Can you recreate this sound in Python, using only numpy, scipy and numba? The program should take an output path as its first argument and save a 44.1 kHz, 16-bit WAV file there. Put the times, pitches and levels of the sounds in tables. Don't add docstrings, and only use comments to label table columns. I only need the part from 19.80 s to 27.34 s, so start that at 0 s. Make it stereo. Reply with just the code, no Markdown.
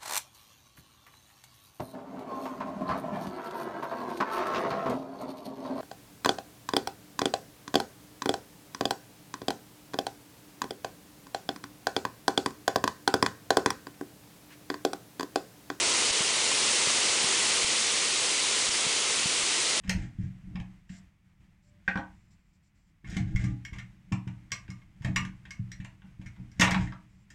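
import sys
import numpy as np
from scipy import signal
from scipy.fft import rfft, irfft, next_fast_len
from scipy.io import wavfile
from scipy.ndimage import minimum_filter1d
from numba import njit

SR = 44100
rng = np.random.default_rng(int(sys.argv[2]) if len(sys.argv) > 2 else 0)


def transcribe(signal):
    frames = np.atleast_2d(signal).T
    limited = np.clip(frames, -1, 1)
    pcm = np.round(limited * 32767).astype(np.int16)
    wavfile.write(sys.argv[1], SR, pcm)


N = 332514

# (frequency [Hz], level [dB], t60 [s])
SWAY_MODES = [(42.7, -20, 0.39), (66, 4.5, 0.059)]
BEND_MODES = [(95.6, -0.5, 0.24), (118.4, 1, 0.42), (140, -1, 0.28)]
PANEL_MODES = [(161, -12, 0.14), (187, 4.5, 0.36), (226, -9, 0.32), (276.2, -13, 0.36), (306.8, -9, 0.31),
               (408, -24.5, 0.2), (630, -27.5, 0.16), (818, -23, 0.25)]
# (time [s], hold [s], pressure level [dB], scrape level [dB])
FINGER_GRIPS = [(0.06, 0.12, -40, -54), (0.16, 0.067, -29, -51), (0.41, 0.042, -39.5, -60.5),
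                (0.68, 0.1, -40, -96), (1.12, 0.024, -74, -61), (2.06, 0.13, -63, -61),
                (3.29, 0.084, -36, -48.5), (3.46, 0.09, -32, -62.5), (3.6, 0.023, -29.5, -46.5),
                (3.67, 0.033, -30.5, -57.5), (3.96, 0.012, -37.5, -58.5), (4.08, 3.3, -56, -97.5),
                (4.8, 0.037, -70.5, -66.5), (5.25, 0.022, -65, -53), (5.35, 0.074, -33, -66),
                (5.91, 0.022, -53, -89), (6.46, 0.022, -54, -71), (6.59, 0.035, -40.5, -90),
                (6.8, 0.2, -34, -51.5), (7.0, 0.021, -23.5, -46)]
GRIP_RISE_DB_PER_S, GRIP_FALL_DB_PER_S = 399.5, 219.5


def undb(db):
    return 10 ** (np.asarray(db) / 20)


def unit_rms(x):
    return x / np.sqrt(np.mean(x ** 2))


def unit_peak(x):
    return x / np.max(np.abs(x))


def coloured(x, curve):
    hz, db = np.transpose(curve)
    size = next_fast_len(N, real=True)
    bins_hz = np.arange(size // 2 + 1) * SR / size
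    gain = undb(np.interp(np.log(bins_hz + 1), np.log(hz), db))
    return irfft(rfft(x, size) * gain, size)[..., :N]


def band(x, hz, width_hz):
    return signal.lfilter(*signal.iirpeak(hz, hz / width_hz, fs=SR), x)


def steep_band(x, hz, width_hz):
    return band(band(x, hz, width_hz), hz, width_hz)


def place(out, time_s, x, pan_db=0.):
    start = int(time_s * SR)
    x = x[:N - start]
    out[:, start:start + len(x)] += x * undb(np.array([[pan_db], [-pan_db]]) / 2)


def swells(gestures, column, rise_db_per_s, fall_db_per_s):
    t, db = np.arange(0, N, 32) / SR, -200.
    for gesture in gestures:
        start_s, hold_s = gesture[:2]
        before_db = rise_db_per_s * np.maximum(start_s - t, 0)
        after_db = fall_db_per_s * np.maximum(t - start_s - hold_s, 0)
        db = np.maximum(db, gesture[column] - before_db - after_db)
    return np.interp(np.arange(N) / SR, t, undb(db))


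def ring(modes, length_s, scatter_db):
    hz, db, t60 = np.transpose(modes)[:, :, None]
    size_draw, sign_draw, pitch_draw = rng.standard_normal((len(modes), 3)).T[:, :, None]
    t = np.arange(int(length_s * SR)) / SR
    size = undb(db + scatter_db * size_draw) * np.sign(sign_draw)
    pitch_hz = hz * (1 + 0.0039 * pitch_draw)
    return size * np.sin(2 * np.pi * pitch_hz * t) * np.exp(-np.log(1000) * t / t60)


def rattle(decay_ms):
    age = np.arange(int(.2 * SR)) / SR * 1000 / np.clip(decay_ms, .3, 40)
    return rng.standard_normal(len(age)) * np.exp(-age) * (1 - np.exp(-8 * age))


def ticks(contacts, modes, ring_db, scatter_db, pan_db):
    out, hz = np.zeros((2, N)), np.array(modes)[:, 0]
    registers = hz < 1400, (hz > 1400) & (hz < 3600), hz > 3600
    for time_s, db, bright_db, deep_db, rattle_ms in contacts:
        crack = rattle(rattle_ms)
        ringing = ring(modes, len(crack) / SR, scatter_db)
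        fizz = undb(-5.5) * band(rattle(rattle_ms / 3), 11000, 9100)
        noises = (steep_band(crack, 1054, 900), steep_band(crack, 2050, 1300),
                  steep_band(crack, 5780, 3000) + fizz)
        tones = [undb(ring_db) * unit_peak(ringing[register].sum(0)) for register in registers]
        deep, middle, bright = (unit_peak(unit_peak(noise) + tone) for noise, tone in zip(noises, tones))
        place(out, time_s, undb(db) * (middle + undb(bright_db) * bright + undb(deep_db) * deep), pan_db)
    return out


def room_tone():
    # (frequency [Hz], relative density [dB])
    air_spectrum = [(12, -23), (22, -3), (70, -6.5), (153, -11), (191, -4.5), (245, -25.5), (306, -22),
                    (416, -39), (811, -35), (1500, -35.5), (2090, -31), (4190, -45), (7310, -45.5),
                    (15500, -41.5)]
    # (frequency [Hz], level [dB], width [Hz])
    hum_lines = [(131.3, -72.5, 7.6), (177.3, -74.5, 3.3), (304, -82, 22)]
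    mid, side = rng.standard_normal((2, N))
    side = coloured(side, [(60, -34.5), (200, -13.0), (600, 0.5)])
    hiss = undb(-52) * unit_rms(coloured(np.array([mid + side, mid - side]), air_spectrum))
    hum = sum(undb(db) * unit_rms(band(rng.standard_normal(N), hz, width)) for hz, db, width in hum_lines)
    tone_hz, tone_db, start_s, end_s = 590, -66.5, 1.83, 2.02
    t = np.arange(N) / SR
    swell = np.sin(np.pi * np.clip((t - start_s) / (end_s - start_s), 0, 1)) ** .5
    return hiss + hum + undb(tone_db) * swell * np.sin(2 * np.pi * tone_hz * t)


def wire_ticks():
    # (time [s], level [dB], bright re middle [dB], deep re middle [dB], rattle decay [ms])
    wire_contacts = [(0.036, -38.5, -9, -5, 2.2), (0.0762, -35.5, -4.5, -22, 2.3),
                     (0.0944, -15.5, 5, -9, 3.2), (0.7559, -32.5, -29, -3, 4.1),
                     (0.8001, -33, -10.5, -5.5, 1.7), (1.0929, -39.5, -6, -13, 2.2),
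                     (3.2988, -46.5, 8.5, -20, 9.2), (3.3675, -22.5, -2, -7.5, 3.6),
                     (4.3221, -23.5, -5, -2.5, 2.9), (4.4755, -37.5, -7, -1.5, 3.5),
                     (4.7058, -41, -14, -38.5, 1.4), (4.8798, -35.5, -26.5, -11, 3),
                     (5.2202, -42.5, -4, -2, 9.1), (5.2465, -23.5, -5, -2.5, 3.9),
                     (5.4504, -31, -3, -18, 1.8), (5.6526, -36.5, -12.5, -7.5, 5.4),
                     (6.0017, -39.5, -12, -13.5, 8.2), (6.0465, -32.5, -5, -7.5, 3),
                     (6.2196, -40, -28, -7, 0.82), (6.4135, -45.5, -7, -2, 7.5), (6.5625, -50, -11, 1, 2.7),
                     (6.7967, -13, -0.5, -5.5, 3.4), (6.8096, -8.5, 1, -22, 7.7),
                     (6.8174, -4, -33, -2.5, 3.6), (6.8419, -15, -5, -8.5, 7.6), (6.8714, -20, -22.5, 2, 8),
                     (6.9084, -22.5, 4.5, -16, 4.8), (6.9158, -12.5, -37, -8, 2),
                     (6.9448, -12.5, -40, 0, 2.28), (7.0734, -34, -29, -28, 2.2),
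                     (7.1222, -48, -16, 14.5, 2.8), (7.5025, -41, 4, -31, 4.4)]
    # (frequency [Hz], level [dB], t60 [s])
    housing_modes = [(660, -3, .05), (800, 0, .05), (960, -2, .04), (1520, -4, .025), (1700, 0, .025),
                     (1820, 0, .025), (2250, -1, .025), (2700, -5, .02), (4300, -2, .012), (5200, 0, .012),
                     (7400, -2, .01)]
    return ticks(wire_contacts, housing_modes, ring_db=-5.5, scatter_db=6.0, pan_db=-0.5)


def board_thumps():
    # (time [s], level [dB], sway re panel [dB], bend re panel [dB], contact [ms])
    blows = [(0.047, -33.5, -18, -39, 3.95), (0.08, -25.5, -30.5, -1, 6.8), (0.148, -22, -15, -0.5, 5),
             (0.386, -25.5, -15.5, 0.5, 4.34), (0.431, -30.5, -28, 2.5, 5.75),
             (0.633, -43.5, -7.5, 0.5, 4.8), (0.666, -38, -3, -23, 7.7), (0.75, -26.5, -22, -29, 4.4),
             (0.792, -28.5, -1, -2.5, 4.56), (1.099, -32, -29, -41, 5.1), (2.077, -30, -8.5, -40, 2.8),
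             (2.155, -23, -11, -16.5, 1.8), (2.19, -25.5, -14, -35, 1.8), (3.241, -38, -29, -4, 0.64),
             (3.326, -30.5, -30, -23, 4.5), (3.365, -19.5, -34, -7, 3.3), (3.399, -24.5, -35, 4.5, 2.2),
             (3.538, -39.5, 25.5, 16, 6.6), (3.589, -40, 19.5, -21, 3.9), (3.639, -25, -15, 1.5, 2.9),
             (3.923, -37.5, 8, -1, 1.94), (4.316, -21, -8.5, 1, 0.78), (4.469, -29, -31, 1, 2.1),
             (4.709, -40.5, -19, 2.5, 5.8), (4.888, -34.5, -30, 1, 2), (5.208, -54.5, 11, 26, 2.1),
             (5.246, -27, -1.5, 5.5, 2.7), (5.287, -23, -5, -5, 0.95), (5.361, -34, 5, -19, 6.8),
             (5.63, -53, -18, 9, 5), (5.791, -29, -8, 3.5, 4.9), (5.997, -37, 1.5, 8.5, 3.5),
             (6.238, -42.5, -24, -40, 7.5), (6.39, -38, 3, 1, 1.36), (6.459, -41.5, -1.5, 6.5, 4.7),
             (6.598, -35.5, -38, -26, 5.1), (6.797, -15, -32, -7.5, 1.14), (6.828, -19, -38.5, -1, 1.55),
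             (6.914, -23.5, -21, 0.5, 2.4), (6.958, -20, -31.5, -26, 3.95)]
    out, length_s = np.zeros((2, N)), .7
    for time_s, db, sway_db, bend_db, contact_ms in blows:
        motions = []
        for modes, stretch in (PANEL_MODES, 1), (SWAY_MODES, 4.0), (BEND_MODES, 1.5):
            push = np.hanning(int(np.clip(stretch * contact_ms, .3, 30) * SR / 1000))
            ringing = ring(modes, length_s, scatter_db=0.5).sum(0)
            motions.append(unit_peak(signal.fftconvolve(ringing, push)[:len(ringing)]))
        panel, sway, bend = motions
        place(out, time_s, undb(db) * (panel + undb(sway_db) * sway + undb(bend_db) * bend))
    return out


def finger_pressure():
    force = rng.standard_normal(N) * swells(FINGER_GRIPS, 2, GRIP_RISE_DB_PER_S, GRIP_FALL_DB_PER_S)
    response = sum(undb(db) * ring(modes, 0.62, scatter_db=-0.5).sum(0)
                   for modes, db in ((PANEL_MODES, -3), (SWAY_MODES, 3), (BEND_MODES, -3)))
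    return signal.fftconvolve(force, response / np.sqrt(np.sum(response ** 2)))[:N]


def wire_scrape():
    # (frequency [Hz], relative density [dB])
    slip_spectrum = [(400, -31), (700, 3.5), (1000, -18), (1600, 0), (2200, 1.5), (2800, -6), (4500, -13.5),
                     (7500, -10.5), (9000, -20), (15000, -31)]
    slips_per_s = 1500
    slipping = rng.random(N) < slips_per_s / SR
    slips = slipping * rng.standard_normal(N) * undb(rng.exponential(size=N))
    gain = swells(FINGER_GRIPS, 3, GRIP_RISE_DB_PER_S, GRIP_FALL_DB_PER_S)
    return unit_rms(coloured(slips, slip_spectrum)) * gain


def sleeve_rustle():
    # (time [s], hold [s], level [dB])
    brushes = [(1.098, 0.09, -57.5), (1.836, 0.062, -64), (2.35, .14, -72), (2.51, 0.028, -62),
               (2.58, 0.15, -72.5), (2.735, 0.023, -63.5), (2.838, 0.042, -62.5), (2.96, 0.14, -68.5),
               (7.3, .14, -71.5)]
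    noise = rng.standard_normal((2, N))
    friction = steep_band(noise, 7200, 1100) + undb(-3) * band(noise, 5400, 2000)
    return unit_rms(friction) * swells(brushes, 2, rise_db_per_s=900, fall_db_per_s=600)


def tool_knocks():
    # (time [s], level [dB], bright re middle [dB], deep re middle [dB], rattle decay [ms])
    knocks = [(2.0782, -11.5, -43, -13, 5.9), (2.1565, -24.5, -40, 5, 1), (2.1744, -23.5, -15, 2.5, 1.3)]
    # (frequency [Hz], level [dB], t60 [s])
    tool_modes = [(540, -10, .04), (660, -9, .04), (800, 0, .06), (960, -4, .03), (1150, -5, .03),
                  (1520, 0, .04), (1650, -2, .025), (1870, -1, .025), (2430, -8, .03), (4000, 0, .015),
                  (5800, -3, .012), (7300, -3, .012)]
    return ticks(knocks, tool_modes, ring_db=9, scatter_db=3.5, pan_db=-4)


def screwdriver_ticks():
    # (time [s], level [dB], bright re middle [dB], deep re middle [dB], rattle decay [ms])
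    blade_contacts = [(3.2453, -37, -27, -12, 7.8), (3.56, -23, -8.5, -20, 3.1),
                      (3.6401, -31.5, -2, -7.5, 7.1), (3.8499, -26.5, -3.5, -44, 2.25),
                      (3.9305, -37, -7, -5.5, 16), (3.9847, -33.5, -4, -37, 9.5),
                      (4.7184, -17, 1, -16.5, 1.56), (4.9029, -39, 7, -5, 1.7), (5.017, -49, -24, -4, 3.6),
                      (5.3603, -10.5, -4.5, -11, 4.3), (5.7071, -31.5, 3.5, -10.5, 2.7),
                      (5.9175, -32, 5, -19, 1.5), (6.4603, -39, -4.5, -25, 9.5), (6.716, -51, 7, -22, 2.7)]
    # (frequency [Hz], level [dB], t60 [s])
    rail_modes = [(1020, -6, .07), (1110, -2, .07), (1200, -3, .09), (1620, -13, .04), (1990, -5, .035),
                  (2175, 0, .1), (2265, -8, .06), (2640, -14, .06), (2850, -15, .05), (3190, -13, .04),
                  (4200, -4, .018), (4950, -4, .025), (5580, -3, .02), (5800, 0, .025), (7000, -5, .015),
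                  (7480, -4, .015)]
    return ticks(blade_contacts, rail_modes, ring_db=-0.5, scatter_db=2.0, pan_db=-0.2)


def room_reverb(direct):
    # (frequency [Hz], t60 [s])
    decay_times = [(250, 0.21), (1000, 0.29), (4000, 0.18), (12000, 0.18)]
    hz, t60 = np.transpose(decay_times)
    t = np.arange(int(.8 * SR)) / SR
    tail = 0
    for centre_hz in 250 * 2. ** np.arange(0, 6, .5):
        decay = np.exp(-np.log(1000) * t / np.interp(np.log(centre_hz), np.log(hz), t60))
        tail = tail + band(rng.standard_normal((2, len(t))), centre_hz, centre_hz / 3.8) * decay
    tail *= 1 - np.exp(-t / 0.0009)
    return signal.fftconvolve(direct, tail / np.sqrt(np.sum(tail[0] ** 2)), axes=1)[:, :N]


@njit
def follow(x, rise_s, fall_s):
    envelope, level = np.empty(len(x)), 0.
    for i in range(len(x)):
        level += (x[i] - level) / (SR * (rise_s if x[i] > level else fall_s))
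        envelope[i] = level
    return envelope


def noise_gate(x, open_db, slope, depth_db, hold_s, close_s):
    rumble_cut = signal.butter(2, 90, "high", fs=SR, output="sos")
    rectified = np.abs(signal.sosfilt(rumble_cut, x)).mean(0)
    level_db = 20 * np.log10(follow(rectified, 0.0005, 0.0093) + 1e-9)
    target_db = np.clip(slope * (level_db - open_db), -depth_db, 0)
    hold = int(hold_s * SR)
    held_db = -minimum_filter1d(-target_db, hold, origin=(hold - 1) // 2)
    return x * undb(follow(held_db + depth_db, 0.00074, close_s) - depth_db)


def scene():
    near = screwdriver_ticks() + wire_ticks() + tool_knocks() + wire_scrape()
    reverb = undb(-2) * room_reverb(near)
    near[0] = np.roll(near[0], 26)
    board = board_thumps() + finger_pressure()
    side = coloured(np.roll(board, 90, axis=1)[0], [(30, -26), (190, -20), (320, -7), (600, 8)])
    return near + reverb + board + np.array([side, -side]) + sleeve_rustle() + room_tone()


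def record(dry):
    # (frequency [Hz], gain [dB])
    mic_response = [(18, -9), (40, -2.5), (320, -2), (460, -2), (640, -1.5), (6000, -2), (8200, -4.5),
                    (9300, -10.5), (15000, -21)]
    picked_up = coloured(dry, mic_response)
    gated = noise_gate(picked_up, open_db=-45, slope=1.4, depth_db=14, hold_s=0.039, close_s=0.06)
    hiss = undb(-92) * np.diff(rng.standard_normal((2, N + 1)))
    rounded = .8 * np.tanh((gated + hiss) / .8)
    return signal.sosfilt(signal.ellip(10, .2, 80, 16000, fs=SR, output="sos"), rounded)


dry = scene()
out = record(dry)
transcribe(out)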